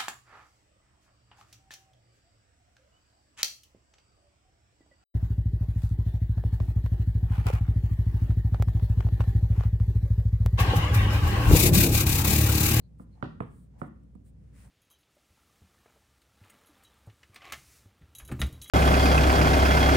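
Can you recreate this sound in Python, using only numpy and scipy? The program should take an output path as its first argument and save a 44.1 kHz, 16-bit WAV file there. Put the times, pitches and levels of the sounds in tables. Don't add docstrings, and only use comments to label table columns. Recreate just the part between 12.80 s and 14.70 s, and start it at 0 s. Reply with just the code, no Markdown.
import sys
import numpy as np
from scipy import signal
from scipy.fft import rfft, irfft
from scipy.io import wavfile
from scipy.ndimage import uniform_filter1d

SR = 44100
rng = np.random.default_rng(int(sys.argv[2]) if len(sys.argv) > 2 else 0)


def file_out(sig):
    cols = np.atleast_2d(sig).T
    lim = np.clip(cols, -1, 1)
    pcm = np.round(lim * 32767).astype(np.int16)
    wavfile.write(sys.argv[1], SR, pcm)


N = 83790
KNOCK_N = SR // 5
LEFT_LAG_S = 0.00036

# start_s, slap_db, slap_cutoff_hz, shell_pitch_ratio, low_modes_db, contact_s,
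# rebound_re_slap_db, thump_db, thump_end_hz, thump_peak_s, floor_db, clack_db, clack_cutoff_hz,
# left_db, room_db
BLOWS = [(0.1972, -9, 1481, 0.98, 2, .0056, -1, -37, 178.4, .0072, -47.5, -52, 3000, 4, 2.5),
         (0.4255, 12.5, 1800, 1.048, 2, 0.0048, -5.5, -23.5, 148, 0.0061, -33.5, -17.5, 6430, -1.5, 2),
         (.6040, 12, 1360, 0.945, 3.5, 0.00421, -8, -24, 123, 0.0066, -40, -15, 2610, 0, -0.5),
         (1.0160, 10, 1450, 1.014, 2.5, .0051, -8.5, -25, 153.8, 0.0061, -38, -21, 2500, -.5, 1),
         (1.3515, -20, 1230, 0.935, 2, 0.00385, 4, -35.5, 167, 0.0069, -54.5, -49, 3000, -4, -1.5)]
# pitch_hz, level_db, t60_s
SHELL_MODES = [(373.2, -15.5, 0.032), (522, -4.5, 0.015), (714, -7.5, 0.018), (1142, -4, 0.003),
               (1328.8, 3, 0.0056), (1749.6, -5, 0.0076344)]
# freq_hz, gain_db
CLACK_SPECTRUM = [(300, -30), (1200, 9), (1900, 7.5), (2500, 0.5), (3400, 0.5), (4600, -6.5), (6000, -17),
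                  (7500, -14.5), (16000, -24)]
# pitch_hz, level_db, t60_s
FLOOR_MODES = [(128.65, -4.5, .16), (153.96, -3, 0.4), (211.3, -10.5, 0.15), (305.4, 0, 0.147),
               (393, -10.5, 0.11)]
# freq_hz, gain_db
LEFT_SHADE = [(60, 2), (170, -4), (400, -3.5), (750, -4.5), (1250, -18.5), (2200, -2.5), (5000, -1.5)]
# freq_hz, t60_s
ROOM_DECAY = [(70, 0.21), (150, 0.74), (270, 0.65), (480, .36), (800, 0.35), (1350, 0.45), (2500, 0.41),
              (5000, 0.4), (12000, 0.0026)]
# freq_hz, gain_db
ROOM_SPECTRUM = [(60, 2), (140, -12), (200, -10.5), (300, -0.5), (440, -9.5), (580, -13), (780, -12.5),
                 (1000, -12.5), (1300, -13.5), (2200, -5.5), (5000, -3.5), (12000, -2)]
# freq_hz, correlation
ROOM_CORRELATION = [(60, 0.95), (200, 0.78), (400, 0.01), (900, 0), (1600, -.2), (4000, 0.08),
                    (16000, 0.14)]
# delay_s, gain_db
WALL_ECHOES = [(.0125, -27.5), (.0165, -18.5), (.0205, -20.5), (.0245, -22), (.030, -24.5)]
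# start_s, length_s, hiss_db, rub_db
CARPET_SCUFFS = [(0.175, 0.078, -74.5, -79.5), (0.264, 0.32, -89.5, -79), (0.603, 0.0062, -68, -89),
                 (0.604, .04, -78.5, -91), (0.612, 0.16, -83.5, -83), (0.693, 0.19, -75, -99),
                 (0.892, 0.17, -113.5, -80.5), (0.979, 0.062, -70.5, -74.5), (1.024, 0.071, -76.5, -83),
                 (1.232, 0.011, -81.5, -101), (1.35, 0.0072, -75, -105), (1.437, 0.079, -74.5, -81.5),
                 (1.534, 0.33, -89, -80.5), (1.725, 0.19, -68, -67.5)]
# freq_hz, gain_db
HISS_SPECTRUM = [(1500, -20), (4000, -7), (6300, -9.5), (8000, 3.5), (9800, 4), (11000, -6.5), (12300, -28),
                 (14000, -1), (15800, -6)]
# freq_hz, gain_db
RUB_SPECTRUM = [(150, -14), (450, -2.5), (750, -3.5), (1100, 1.5), (2000, 3), (2700, -3), (3900, -10),
                (5400, -7.5), (6900, -8.5), (9000, -25.5), (16000, -45)]
# start_s, length_s, level_db, centre_hz
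SWISHES_AND_RUB = [(0, 0.0862, -79, 4240), (0.311, 0.063, -80, 4230), (0.338, 0.133, -66.5, 798),
                   (0.917, 0.23, -65, 737), (1.829, .07, -68, 731)]
# freq_hz, gain_db
RUMBLE_SPECTRUM = [(22, -25.5), (40, -8), (70, -1.5), (100, 2), (170, -2), (250, -11.5), (350, -21.5),
                   (520, -22), (750, -34), (1200, -40), (2000, -43.5), (4000, -50), (9500, -51.5),
                   (12200, -60.5), (15000, -57)]
# start_s, length_s, level_db
RUMBLE_SWELLS = [(0.464, 0.18, -50), (0.67, 0.15, -53), (1.532, 0.15504, -53.5)]


def ball_shell(slap_db, cutoff_hz, pitch_ratio, low_modes_db, contact_s, rebound_db):
    lag_cycles, rise_cycles = 0.45, 0.61
    low_modes_below_hz, trim_db = 900, -25
    t = np.arange(KNOCK_N) / SR
    shell = np.zeros(KNOCK_N)
    for hz, db, t60_s in SHELL_MODES:
        age_s = np.maximum(t - lag_cycles / hz, 0)
        rise = 1 - np.exp(-age_s * hz / rise_cycles)
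        decay = amp(db + low_modes_db * (hz < low_modes_below_hz) - 60 * age_s / t60_s)
        shell += rise * decay * np.sin(2 * np.pi * hz * pitch_ratio * age_s)
    slap = amp(slap_db + trim_db) * lowpass(shell, cutoff_hz, order=4)
    rebound = amp(rebound_db) * delay(lowpass(slap, cutoff_hz=811.4, order=2), contact_s)
    return slap + rebound


def ball_thump(level_db, end_hz, peak_s, sag=1.99, sag_s=0.0026, sharpness=5.4):
    t = np.arange(KNOCK_N) / SR
    pitch_hz = end_hz * (1 + sag * np.exp(-t / sag_s))
    swell = (t / peak_s * np.exp(1 - t / peak_s)) ** sharpness
    return amp(level_db) * swell * np.sin(2 * np.pi * np.cumsum(pitch_hz) / SR)


def stick_clack(level_db, cutoff_hz, t60_s=0.021):
    t = np.arange(KNOCK_N) / SR
    burst = rng.standard_normal(KNOCK_N) * amp(-60 * t / t60_s)
    drives = burst / np.linalg.norm(burst), signal.unit_impulse(KNOCK_N)
    return [amp(level_db) * lowpass(colour(x, CLACK_SPECTRUM), cutoff_hz, order=4) for x in drives]


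def floor_ring(level_db, rise_s=0.0037):
    t = np.arange(KNOCK_N) / SR
    modes = sum(amp(db - 60 * t / t60_s) * np.sin(2 * np.pi * (hz * t + rng.random()))
                for hz, db, t60_s in FLOOR_MODES)
    return amp(level_db) * (1 - np.exp(-t / rise_s)) ** 2 * modes


def room_reverb(x, build_s=0.013, left_echo_db=-11.5):
    white = noise_pair([(20, 0), (20000, 0)], ROOM_CORRELATION, size=SR)
    hz, t, bands = signal.stft(white, SR, nperseg=512)
    decay_per_s = np.log(1000) / lookup(ROOM_DECAY, hz)[:, None]
    decay = np.exp(-decay_per_s * t) * np.sqrt(2 * decay_per_s / SR)
    band_gain = amp(lookup(ROOM_SPECTRUM, hz))[:, None]
    response = signal.istft(bands * decay * band_gain, SR, nperseg=512)[1]
    response *= np.minimum(np.arange(response.shape[1]) / SR / build_s, 1) ** 2
    for (delay_s, db), skew in zip(WALL_ECHOES, rng.uniform(-1, 1, len(WALL_ECHOES))):
        add(response[0], delay_s + skew * LEFT_LAG_S, amp([db + left_echo_db]))
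        add(response[1], delay_s, amp([db]))
    return signal.fftconvolve(x[None], response, axes=1)[:, :N]


def knocks(crack_send_db=4):
    out = np.zeros((2, N))
    for start_s, *ball_row, floor_db, clack_db, clack_cutoff_hz, left_db, room_db in BLOWS:
        *shell_row, thump_db, thump_end_hz, thump_peak_s = ball_row
        ball = ball_shell(*shell_row) + ball_thump(thump_db, thump_end_hz, thump_peak_s)
        rattle, crack = stick_clack(clack_db, clack_cutoff_hz)
        right = ball + rattle
        left = amp(left_db) * delay(colour(right, LEFT_SHADE), LEFT_LAG_S)
        add(out, start_s, np.array([left, right]) + floor_ring(floor_db))
        add(out, start_s, amp(room_db) * room_reverb(ball + amp(crack_send_db) * crack))
    return out


def carpet_scuffs(hiss_correlation=0.6008, rub_correlation=0.13, grain_db=1):
    hiss_level, rub_level = np.zeros((2, N))
    for start_s, length_s, hiss_db, rub_db in CARPET_SCUFFS:
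        add(hiss_level, start_s, amp(hiss_db) * stroke(length_s))
        add(rub_level, start_s, amp(rub_db) * stroke(length_s))
    flicker = unit_rms(uniform_filter1d(rng.standard_normal(N), size=90))
    grain = unit_rms(amp(grain_db * flicker))
    hiss = unit_rms(noise_pair(HISS_SPECTRUM, [(1, hiss_correlation)]))
    rub = unit_rms(noise_pair(RUB_SPECTRUM, [(1, rub_correlation)]))
    return grain * (hiss_level * hiss + rub_level * rub)


def swishes_and_rub(width_hz=410):
    t = np.arange(N) / SR
    out = np.zeros((2, N))
    for start_s, length_s, level_db, centre_hz in SWISHES_AND_RUB:
        baseband = lowpass(rng.standard_normal((2, N)), width_hz / 2, order=2)
        band = unit_rms(baseband * np.sin(2 * np.pi * centre_hz * t))
        level = amp(level_db) * stroke(length_s)
        add(out, start_s, level * band[:, :len(level)])
    return out


def mains_hum(pitch_hz=59, level_db=-53):
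    return amp(level_db) * unit_rms(np.sin(2 * np.pi * (pitch_hz * np.arange(N) / SR + rng.random())))


def room_rumble(steady_db=-54.5, swell_cutoff_hz=287.6):
    swell_level = np.zeros(N)
    for start_s, length_s, level_db in RUMBLE_SWELLS:
        add(swell_level, start_s, amp(level_db) * stroke(length_s))
    deep = lowpass(noise_pair(RUMBLE_SPECTRUM, ROOM_CORRELATION), swell_cutoff_hz, order=2)
    steady = noise_pair(RUMBLE_SPECTRUM, ROOM_CORRELATION)
    return amp(steady_db) * unit_rms(steady) + swell_level * unit_rms(deep)


def amp(db):
    return 10 ** (np.asarray(db) / 20)


def unit_rms(x):
    return x / np.sqrt(np.mean(x ** 2) + 1e-20)


def lookup(table, hz):
    table_hz, values = np.transpose(table)
    return np.interp(np.log(hz + 1), np.log(table_hz + 1), values)


def add(mix, start_s, sound):
    part = mix[..., max(round(start_s * SR), 0):][..., :sound.shape[-1]]
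    part += sound[..., :part.shape[-1]]


def colour(x, spectrum):
    hz = abs(np.fft.fftfreq(4096, 1 / SR))
    log_gain = np.log(amp(lookup(spectrum, hz)))
    response = np.exp(np.conj(signal.hilbert(log_gain)))
    taps = np.fft.ifft(response).real[:2048]
    return signal.fftconvolve(x, taps)[:len(x)]


def lowpass(x, cutoff_hz, order):
    return signal.sosfilt(signal.butter(order, cutoff_hz, fs=SR, output="sos"), x)


def delay(x, delay_s):
    index = np.arange(len(x))
    return np.interp(index - delay_s * SR, index, x, left=0)


def noise_pair(spectrum, correlation, size=N):
    hz = np.fft.rfftfreq(size, 1 / SR)
    right, independent = rfft(rng.standard_normal((2, size)))
    shared = lookup(correlation, hz)
    left = shared * right + np.sqrt(1 - shared ** 2) * independent
    return irfft(np.array([left, right]) * amp(lookup(spectrum, hz)), size)


def stroke(length_s):
    return np.sin(np.pi * np.linspace(0, 1, round(length_s * SR)))


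def scene():
    return knocks() + carpet_scuffs() + swishes_and_rub() + mains_hum() + room_rumble()


def record(dry):
    low_cut_hz, band_limit_hz = 52, 15800
    low_cut = signal.butter(2, low_cut_hz, "highpass", fs=SR, output="sos")
    band_limit = signal.firwin(511, band_limit_hz, window=("kaiser", 9), fs=SR)
    return signal.oaconvolve(signal.sosfilt(low_cut, dry), band_limit[None], "same")


dry = scene()
out = record(dry)
file_out(out)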